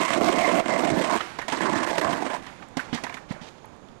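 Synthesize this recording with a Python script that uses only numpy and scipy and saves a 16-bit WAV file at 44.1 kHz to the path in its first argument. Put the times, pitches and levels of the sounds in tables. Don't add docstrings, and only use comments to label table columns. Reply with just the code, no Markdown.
import sys
import numpy as np
from scipy import signal
from scipy.fft import rfft, irfft, next_fast_len
from scipy.io import wavfile
from scipy.ndimage import uniform_filter1d, map_coordinates

SR = 44100
rng = np.random.default_rng(int(sys.argv[2]) if len(sys.argv) > 2 else 0)


def rack_gain(trim_db):
    fader = np.asarray(trim_db, float)
    return 10 ** (fader / 20)


def generate_wav(signal):
    frames = np.transpose(np.atleast_2d(signal))
    scaled = np.clip(frames, -1, 1) * 32767
    pcm = np.round(scaled).astype(np.int16)
    wavfile.write(sys.argv[1], SR, pcm)


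N = 176400
TOP_HZ = 14400
WALL_DELAY_S = 0.0282


def unit(x):
    return x / np.sqrt(np.mean(x ** 2) + 1e-20)


def noise():
    return rng.standard_normal(N)


def coloured(x, points):
    m = 2 * next_fast_len(N // 2 + 4096)
    hz, db = np.transpose(points)
    log_hz = np.log(np.fft.rfftfreq(m, 1 / SR) + 1)
    gain_db = np.interp(log_hz, np.log(hz + 1), db, right=-120)
    cepstrum = irfft(gain_db * np.log(10) / 20, m)
    cepstrum[1:m // 2] *= 2
    cepstrum[m // 2 + 1:] = 0
    return irfft(rfft(x, m) * np.exp(rfft(cepstrum)), m)[:N]


def resonant(x, peaks):
    m = next_fast_len(N + 8192)
    f = np.fft.rfftfreq(m, 1 / SR)
    response = 0
    for k, (hz, width, db) in enumerate(peaks):
        band = 1j * f * width / (hz * hz - f * f + 1j * f * width)
        response = response + (-1) ** k * rack_gain(db) * band
    return irfft(rfft(x, m) * response, m)[:N]


def wobble(knots_per_s):
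    knots = rng.standard_normal(int(N * knots_per_s / SR) + 4)
    return map_coordinates(knots, [np.arange(N) * knots_per_s / SR])


def dying(times_s, gains, t60_s, rise_s=0.0017):
    starts = np.round(np.asarray(times_s) * SR).astype(int)
    pulses = np.bincount(starts, gains, N)[:N]
    rise = np.exp(-1 / (rise_s * SR))
    fall = rack_gain(-60 / (t60_s * SR))
    return np.abs(signal.lfilter([1 - rise], np.convolve([1, -rise], [1, -fall]), pulses))


def held(rows, edge_s, release_s):
    t = np.arange(N) / SR
    total = 0
    for start, length, value in rows:
        opening = np.clip((t - start) / edge_s, 0, 1)
        closing = np.clip((start + length - t) / release_s + 1, 0, 1)
        total = total + value * opening * closing
    return total


def grit(per_s, spread_db, smooth):
    struck = rng.random(N) < per_s / SR
    stones = struck * rack_gain(spread_db * noise()) * rng.choice([-1, 1], N)
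    share = np.clip(smooth, 0, 1)
    return np.sqrt(1 - share) * unit(stones) + np.sqrt(share) * noise()


LEAK_HZ, BUZZ_DB, HISS_DB = 29.97, -67.5, -89
DIP_EVERY_S, DIP_S, DIP_WIDTH_S, DIP_DB = .5005, 0.408, 0.016, -51


def open_input():
    t = np.arange(N) / SR
    phase = (t - DIP_S + DIP_EVERY_S / 2) % DIP_EVERY_S - DIP_EVERY_S / 2
    width = np.where(phase < 0, 1.1 * DIP_WIDTH_S, 0.52 * DIP_WIDTH_S)
    dip = -np.exp(-(phase / width) ** 2) + .28 * np.exp(-(phase % DIP_EVERY_S) / .25)
    buzz = 0
    for k in range(1, 24):
        weight = 1.4 - 0.53 * (k % 2) - 0.67 * (k == 1)
        buzz = buzz + weight * np.sin(2 * np.pi * k * LEAK_HZ * t) / k ** 1.67
    hiss_curve = [(300, -5), (1000, -6), (5000, 6), (8500, -9), (9000, -33), (14000, -19)]
    hiss = unit(coloured(noise(), hiss_curve))
    dip = uniform_filter1d(dip - dip.mean(), size=400)
    return rack_gain(DIP_DB) * dip + rack_gain(-77.5) * wobble(40) + rack_gain(BUZZ_DB) * buzz + rack_gain(HISS_DB) * hiss


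AIR_DB = -50.5
# [f/Hz, level/dB]
AIR_CURVE = [(9.9, -45), (25, -6), (231, 0.5), (429, -5), (861, -6), (2240, -20), (5820, -30.5),
             (6620, -32.5), (12000, -43.5)]
# [f/Hz, width/Hz, level/dB]
MOTOR_PEAKS = [(3550, 500, -5), (6750, 800, -4.5)]


def air():
    far = unit(coloured(noise(), AIR_CURVE)) * rack_gain(wobble(6.16) + wobble(30))
    motor = resonant(resonant(noise(), MOTOR_PEAKS), MOTOR_PEAKS)
    return rack_gain(AIR_DB) * (far + motor)


YARD_DB, ROLL_WET_DB, YARD_T60_S = -12.5, -18, 0.63
NEAR_DB, NEAR_T60_S = -6, 0.43
# [f/Hz, level/dB]
YARD_CURVE = [(200, -4.5), (700, 4.5), (1500, 1.5), (2400, -4), (3500, -21.5), (9000, -25.5)]


def yard(x):
    def tail(power, t60_s):
        fall = rack_gain(-120 / (t60_s * SR))
        return np.sqrt(np.abs(signal.lfilter([1 - fall], [1, -fall], power)))
    delayed = np.pad(x ** 2, (round(WALL_DELAY_S * SR), 0))[:N]
    late = tail(delayed, YARD_T60_S) * unit(coloured(noise(), YARD_CURVE))
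    bright = coloured(x, [(1500, -30), (4000, 0), (TOP_HZ, 0)])
    near_noise = unit(coloured(noise(), [(2000, -23)] + CLACK_CURVE[-3:]))
    return late + rack_gain(NEAR_DB - YARD_DB) * tail(bright ** 2, NEAR_T60_S) * near_noise


# [t/s, length/s, level/dB]
SCUFF_EVENTS = [
    (2.794, 0.13, -57),
    (2.931, 0.029, -39.5),
    (3.285, 0.043, -49.5),
    (3.407, 0.063, -48.5),
    (3.481, .01, -55),
    (3.505, 0.13, -62.5),
]
# [f/Hz, level/dB]
SOLE_CURVE = [(150, -23), (300, 0), (827, 0), (1180, -9.5), (3170, -5), (6500, -15.5), (12500, -38)]


def scuffs():
    plateaus = [(s, length, rack_gain(db)) for s, length, db in SCUFF_EVENTS]
    drag = held(plateaus, 0.0076, 0.024) * rack_gain(1.8 * wobble(80))
    return drag * unit(coloured(grit(2000, 3.5, 0.37), SOLE_CURVE))


# [t/s, peak/dB, f/Hz]
TICK_EVENTS = [(1.206, -19, 1300), (1.21, -22, 3000), (2.6, -40, 1560), (2.625, -33.5, 1210),
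               (2.686, -44, 7060), (2.794, -17.5, 1470), (2.929, -25, 3260), (2.985, -27, 1090),
               (3.068, -26, 974), (3.096, -26, 2330), (3.143, -25.5, 2320), (3.296, -43, 890),
               (3.305, -38, 4260), (3.323, -41, 8300), (3.323, -32.5, 583), (3.364, -33, 598),
               (3.491, -46, 513), (3.645, -35, 880), (3.656, -43, 10200), (3.763, -54, 8500),
               (3.886, -43.5, 3400)]


def ticks():
    x = np.zeros(N)
    t = np.arange(SR // 16) / SR
    for s, db, hz in TICK_EVENTS:
        t60_s = 0.0083 * (8000 / hz) ** 0.66
        jitter = np.cumsum(hz / 22000 * rng.standard_normal(len(t)))
        level = rack_gain(db - 2.5 - 60 * t / t60_s) * np.minimum(t / 0.00038, 1)
        x[round(s * SR):][:len(t)] += level * np.sin(2 * np.pi * hz * t + jitter)
    return x


CLACK_T60_S, BRIGHT_HZ = 0.089, 2300
THUD_HZ, THUD_T60_S, THUD_DB = 258.6, 0.068, -7.5
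WALL_FROM_S, WALL_T60_S, SHOE_FROM_S = 1.3, .085, 3.2
# [t/s, peak/dB, thud/dB, brightness/dB, wall answer/dB]
KNOCK_EVENTS = [(1.205, -17.5, -15, -17, 6.5), (1.386, -16.5, -11.5, 13, 3.5),
                (1.481, -13.5, -11, 17.5, -18), (1.523, -18.5, -0.5, 20, -17), (2.464, -27, -4.5, 14, -4),
                (2.622, -30.5, -7, -5, -32), (2.769, -16.5, 4.5, 19.5, 5.5), (2.928, -19.5, 8.5, -6, -15),
                (2.945, -20, 6, 21, 1.5), (3.036, -16, -7.5, 17.5, -1), (3.095, -26.5, -8, -3, 6),
                (3.14, -25.5, -1.5, 21, 7), (3.307, -26, 9, -15, -10), (3.314, -38.5, 16, -10, -15),
                (3.345, -45, 10, 4, -17), (3.415, -37, 8.5, -3, -14), (3.643, -41, -9, -5, -18)]
# [f/Hz, level/dB]
CLACK_CURVE = [(180, 2), (300, -8.5), (981, 0), (1380, -11.5), (1790, -3.5), (2820, -13), (3050, -13.5),
               (6990, -20.5), (14500, -41)]
# [f/Hz, width/Hz, level/dB]
WALL_PEAKS = [(1000, 41, 7.5), (1610, 770, 4), (1860, 45, 13), (2100, 150, -13.5)]


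def knocks():
    s, db, thud_db, bright_db, wall_db = np.transpose(KNOCK_EVENTS)
    clack = unit(coloured(noise(), [(90, -59)] + CLACK_CURVE[1:]))
    high_pass = signal.butter(2, BRIGHT_HZ, "high", fs=SR, output="sos")
    high = signal.sosfilt(high_pass, clack)
    x = (clack - high) * dying(s, rack_gain(db - 11.5), CLACK_T60_S)
    x += high * dying(s, rack_gain(db - 23 + bright_db), 0.37 * CLACK_T60_S)

    t = np.arange(SR // 8) / SR
    draws = rng.standard_normal((len(s), 2))
    for start, level_db, (detune, phase) in zip(s, db + thud_db + THUD_DB, draws):
        stamp = start > SHOE_FROM_S
        upper_hz = THUD_HZ * (1 + 0.037 * detune - 0.12 * stamp)
        ring = np.sin(2 * np.pi * upper_hz * t)
        ring += (0.41 + 0.68 * stamp) * np.sin(2 * np.pi * 0.647 * THUD_HZ * t + phase)
        envelope = rack_gain(level_db - 60 * t / THUD_T60_S) * (1 - np.exp(-t / 0.0016))
        x[round(start * SR):][:len(t)] += envelope * ring

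    siding = resonant(grit(1100, 3.4, 1.0), WALL_PEAKS)
    siding = unit(coloured(siding, [(2600, 9), (5000, 1.0), (12000, 0)]))
    wall_gain = rack_gain(db - 16.5 + wall_db) * (s > WALL_FROM_S)
    return x + siding * dying(s + WALL_DELAY_S, wall_gain, WALL_T60_S)


# [t/s, length/s, level/dB]
SAG_EVENTS = [
    (0.108, 0.18, -49.5),
    (0.897, 0.047, -35.5),
    (1.724, 0.13, -47),
    (2.046, 0.052, -42),
]


def sags():
    boom = resonant(resonant(noise(), [(125, 130, 0)]), [(125, 98, 0)])
    plateaus = [(s, length, rack_gain(db)) for s, length, db in SAG_EVENTS]
    return unit(boom) * held(plateaus, 0.015, 0.0073)


SPIN_DB, SPIN_T60_S = -39, 1.26
# [f/Hz, level/dB]
SPIN_CURVE = [(180, -62), (300, -5), (372, 0.5), (477, -35), (723, -2), (2100, -4.5), (12000, -30.5),
              (15600, -65), (22000, -120)]


def spinning(lift_off_s):
    whirr = unit(coloured(grit(600, 2.3, 0.78), SPIN_CURVE[:-2]))
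    return rack_gain(SPIN_DB) * dying(lift_off_s, [1, .4], SPIN_T60_S) * whirr


GRIT_PER_S, GRIT_SPREAD_DB, GRIT_SMOOTH, BUMPY_DB = 700, 3, 0.35, -0.5
RATTLE_DB, JOLT_DECK_DB, JOLT_RATTLE_DB, JOLT_T60_S = -9, -10, -10, 0.027
BOLTS_DB = -18.5
# [t/s, level/dB, truck looseness/dB, deck flex/dB, deck ring/dB]
RUN_LOADS = [
    [(0, -28, 3, 1.5, 0.5), (.08, -29.5, 3.5, -8, -5), (.17, -27.5, -0.5, 4, 2.5), (.45, -27, 0.5, -2.5, 2),
     (.58, -24, -2, 0, 1.5), (.75, -26.5, 1.5, -1.5, 1), (.95, -28, -3, 4, 3.5), (1.16, -30, 4.5, 1, 0.5),
     (1.19, -38.5, 5, -11, -25)],
    [(1.5, -30.5, 5.5, -5.5, -3.5), (1.65, -26, -0.5, 1, -5.5), (1.8, -30.5, 3, 1, -2.5),
     (1.93, -30, -1.5, -5.5, -1), (2.08, -29, -0.5, 1, 0), (2.22, -35.5, -0.5, 3.5, 0.5),
     (2.35, -34.5, 2.5, -3, 0.5), (2.42, -50, -3, 0, -8)],
]
# [t/s, length/s, level/dB]
LIFT_EVENTS = [(.06, 0.015, -3), (.305, 0.0086, -4), (.522, 0.0062, -2), (.186, 0.023, -5.5),
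               (.604, 0.076, -15), (.77, 0.0096, -5.5), (1.5, 0.02, -7.5), (1.55, 0.064, -6.5),
               (1.7, 0.0134, -8.5), (1.85, 0.012, -8), (2.0, 0.0095, -10.5)]
# [t/s, peak/dB, deck share/dB]
JOLT_EVENTS = [(0.0074, -24, -5), (0.1026, -14, 8.5), (0.1294, -14, 1), (0.1555, -25, 10), (0.17, -20, 5),
               (0.209, -19, -2), (0.2305, -27, -3), (0.2563, -23, -9), (0.2815, -13, -9), (0.322, -15, -10),
               (0.3684, -29, -4), (0.3834, -17, -8), (0.4066, -15, -7), (0.4427, -21, 5), (0.4714, -24, 11),
               (0.486, -14.5, -2), (0.514, -13, -6), (0.535, -24, 10), (0.5594, -35, -6),
               (0.597, -13.5, -18), (0.657, -18, 7), (0.694, -23, 5), (0.72, -24, -12), (0.7522, -27, -15),
               (0.788, -17, 5), (0.846, -16.5, 2), (0.8718, -12, 0), (0.899, -12.5, -3), (0.9847, -23, 6),
               (1.012, -15.5, -7), (1.038, -10, -20), (1.0955, -22, -16), (1.1077, -24, 0),
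               (1.1367, -22, 0), (1.1574, -22, -14), (1.5717, -25.5, 12), (1.605, -27.5, 17),
               (1.617, -27, 11), (1.694, -22, 3), (1.731, -28, 9), (1.755, -22.5, 9), (1.7983, -26.5, 13),
               (1.8294, -29, -3), (1.8707, -36.5, 24), (1.908, -32, 16), (1.927, -30, 20), (1.941, -35, 17),
               (1.9793, -13.5, 8), (1.9944, -26, 6), (2.0114, -25, 17), (2.0433, -17, 9.5), (2.111, -33, 8),
               (2.1285, -32, 18), (2.2195, -30, 14.5), (2.2605, -35.5, 15), (2.299, -29, 0),
               (2.3394, -45, 5)]
# [t/s, lean/dB]
LEAN_CURVE = [(0, 4), (.2, 2), (.55, 4.5), (.8, 0), (1.1, -1.5), (1.62, 0), (1.8, -2), (2.0, -2.5),
              (2.35, -4)]
# [f/Hz, width/Hz, level/dB]
DECK_PEAKS = [(206, 134, -4.5), (323, 93, 2), (587, 172, -2), (687, 70, 4), (880, 107, -5),
              (1047, 120, -1.5), (1670, 276, -11), (2088, 120, -9)]
# [f/Hz, level/dB]
TRUCK_CURVE = [(590, -31), (1000, 0), (1690, -15), (2140, -5.5), (2500, -8), (3200, -8.5), (4950, -23.5),
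               (8470, -20), (14500, -51)]
# [f/Hz, width/Hz, level/dB]
BOLT_PEAKS = [(3455, 2000, 0)]


def rolling():
    rows = []
    for run in RUN_LOADS:
        touch_down = [run[0][0] - .004, -90, 0, 0, 0]
        lift_off = [run[-1][0] + 0.021, -90, 0, 0, 0]
        rows += [touch_down, *run, lift_off]
    s, db, loose, flex, ring = np.transpose(rows)

    def curve(values):
        return np.interp(np.arange(N) / SR, s, values)

    load = rack_gain(curve(db) + held(LIFT_EVENTS, 0.0013, 0.0018) + BUMPY_DB * wobble(44.11))
    hit_s, hit_db, share_db = np.transpose(JOLT_EVENTS)
    jolt = dying(hit_s, rack_gain(hit_db), JOLT_T60_S, 0.0039)
    bump = dying(hit_s, rack_gain(hit_db + share_db), 0.82 * JOLT_T60_S)
    lean = np.interp(s, *np.transpose(LEAN_CURVE))

    shake = grit(GRIT_PER_S, GRIT_SPREAD_DB, GRIT_SMOOTH)
    chatter = grit(900, 3.9, 0.26) + 0.44 * shake
    push = shake * (load + rack_gain(JOLT_DECK_DB) * bump) / np.std(resonant(shake, DECK_PEAKS))
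    controls = [flex, flex, ring, ring, loose - lean, loose, loose - lean, loose + lean]
    deck = 0
    for k, control in enumerate(controls):
        driven = push * rack_gain(curve(control) + 1.8 * wobble(18))
        deck = deck + (-1) ** k * resonant(driven, [DECK_PEAKS[k]])
    deck = coloured(deck, [(40, -24), (150, 0), (TOP_HZ, 0)])

    rattle = rack_gain(RATTLE_DB + 2.6 * wobble(90)) * load + rack_gain(JOLT_RATTLE_DB) * jolt
    truck_curve = [(500, -29.5)] + TRUCK_CURVE[1:]
    trucks = coloured(chatter * rack_gain(curve(loose)) * rattle, truck_curve)
    trucks /= np.std(coloured(chatter, truck_curve))

    crackle = unit(resonant(resonant(chatter, BOLT_PEAKS), BOLT_PEAKS))
    bolts = rack_gain(BOLTS_DB + curve(loose) + 4.2 * wobble(54.9)) * load * crackle
    return deck + bolts + sags() + spinning([run[-1][0] for run in RUN_LOADS]) + trucks


def scene():
    roll = rolling()
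    hits = knocks() + scuffs() + ticks()
    answer = yard(rack_gain(ROLL_WET_DB) * roll + rack_gain(YARD_DB) * hits)
    x = roll + hits + answer + air()
    return np.array([x, x])


LIVE_DB, CEILING = 6, .45


def record(dry):
    live = rack_gain(LIVE_DB) * dry[1]
    live = live / (1 + np.abs(live / CEILING) ** 3) ** (1 / 3)
    live = coloured(live, [(12500, 0), (TOP_HZ - 300, -7), (TOP_HZ + 400, -60)])
    return np.array([open_input(), live])


dry = scene()
out = record(dry)
generate_wav(out)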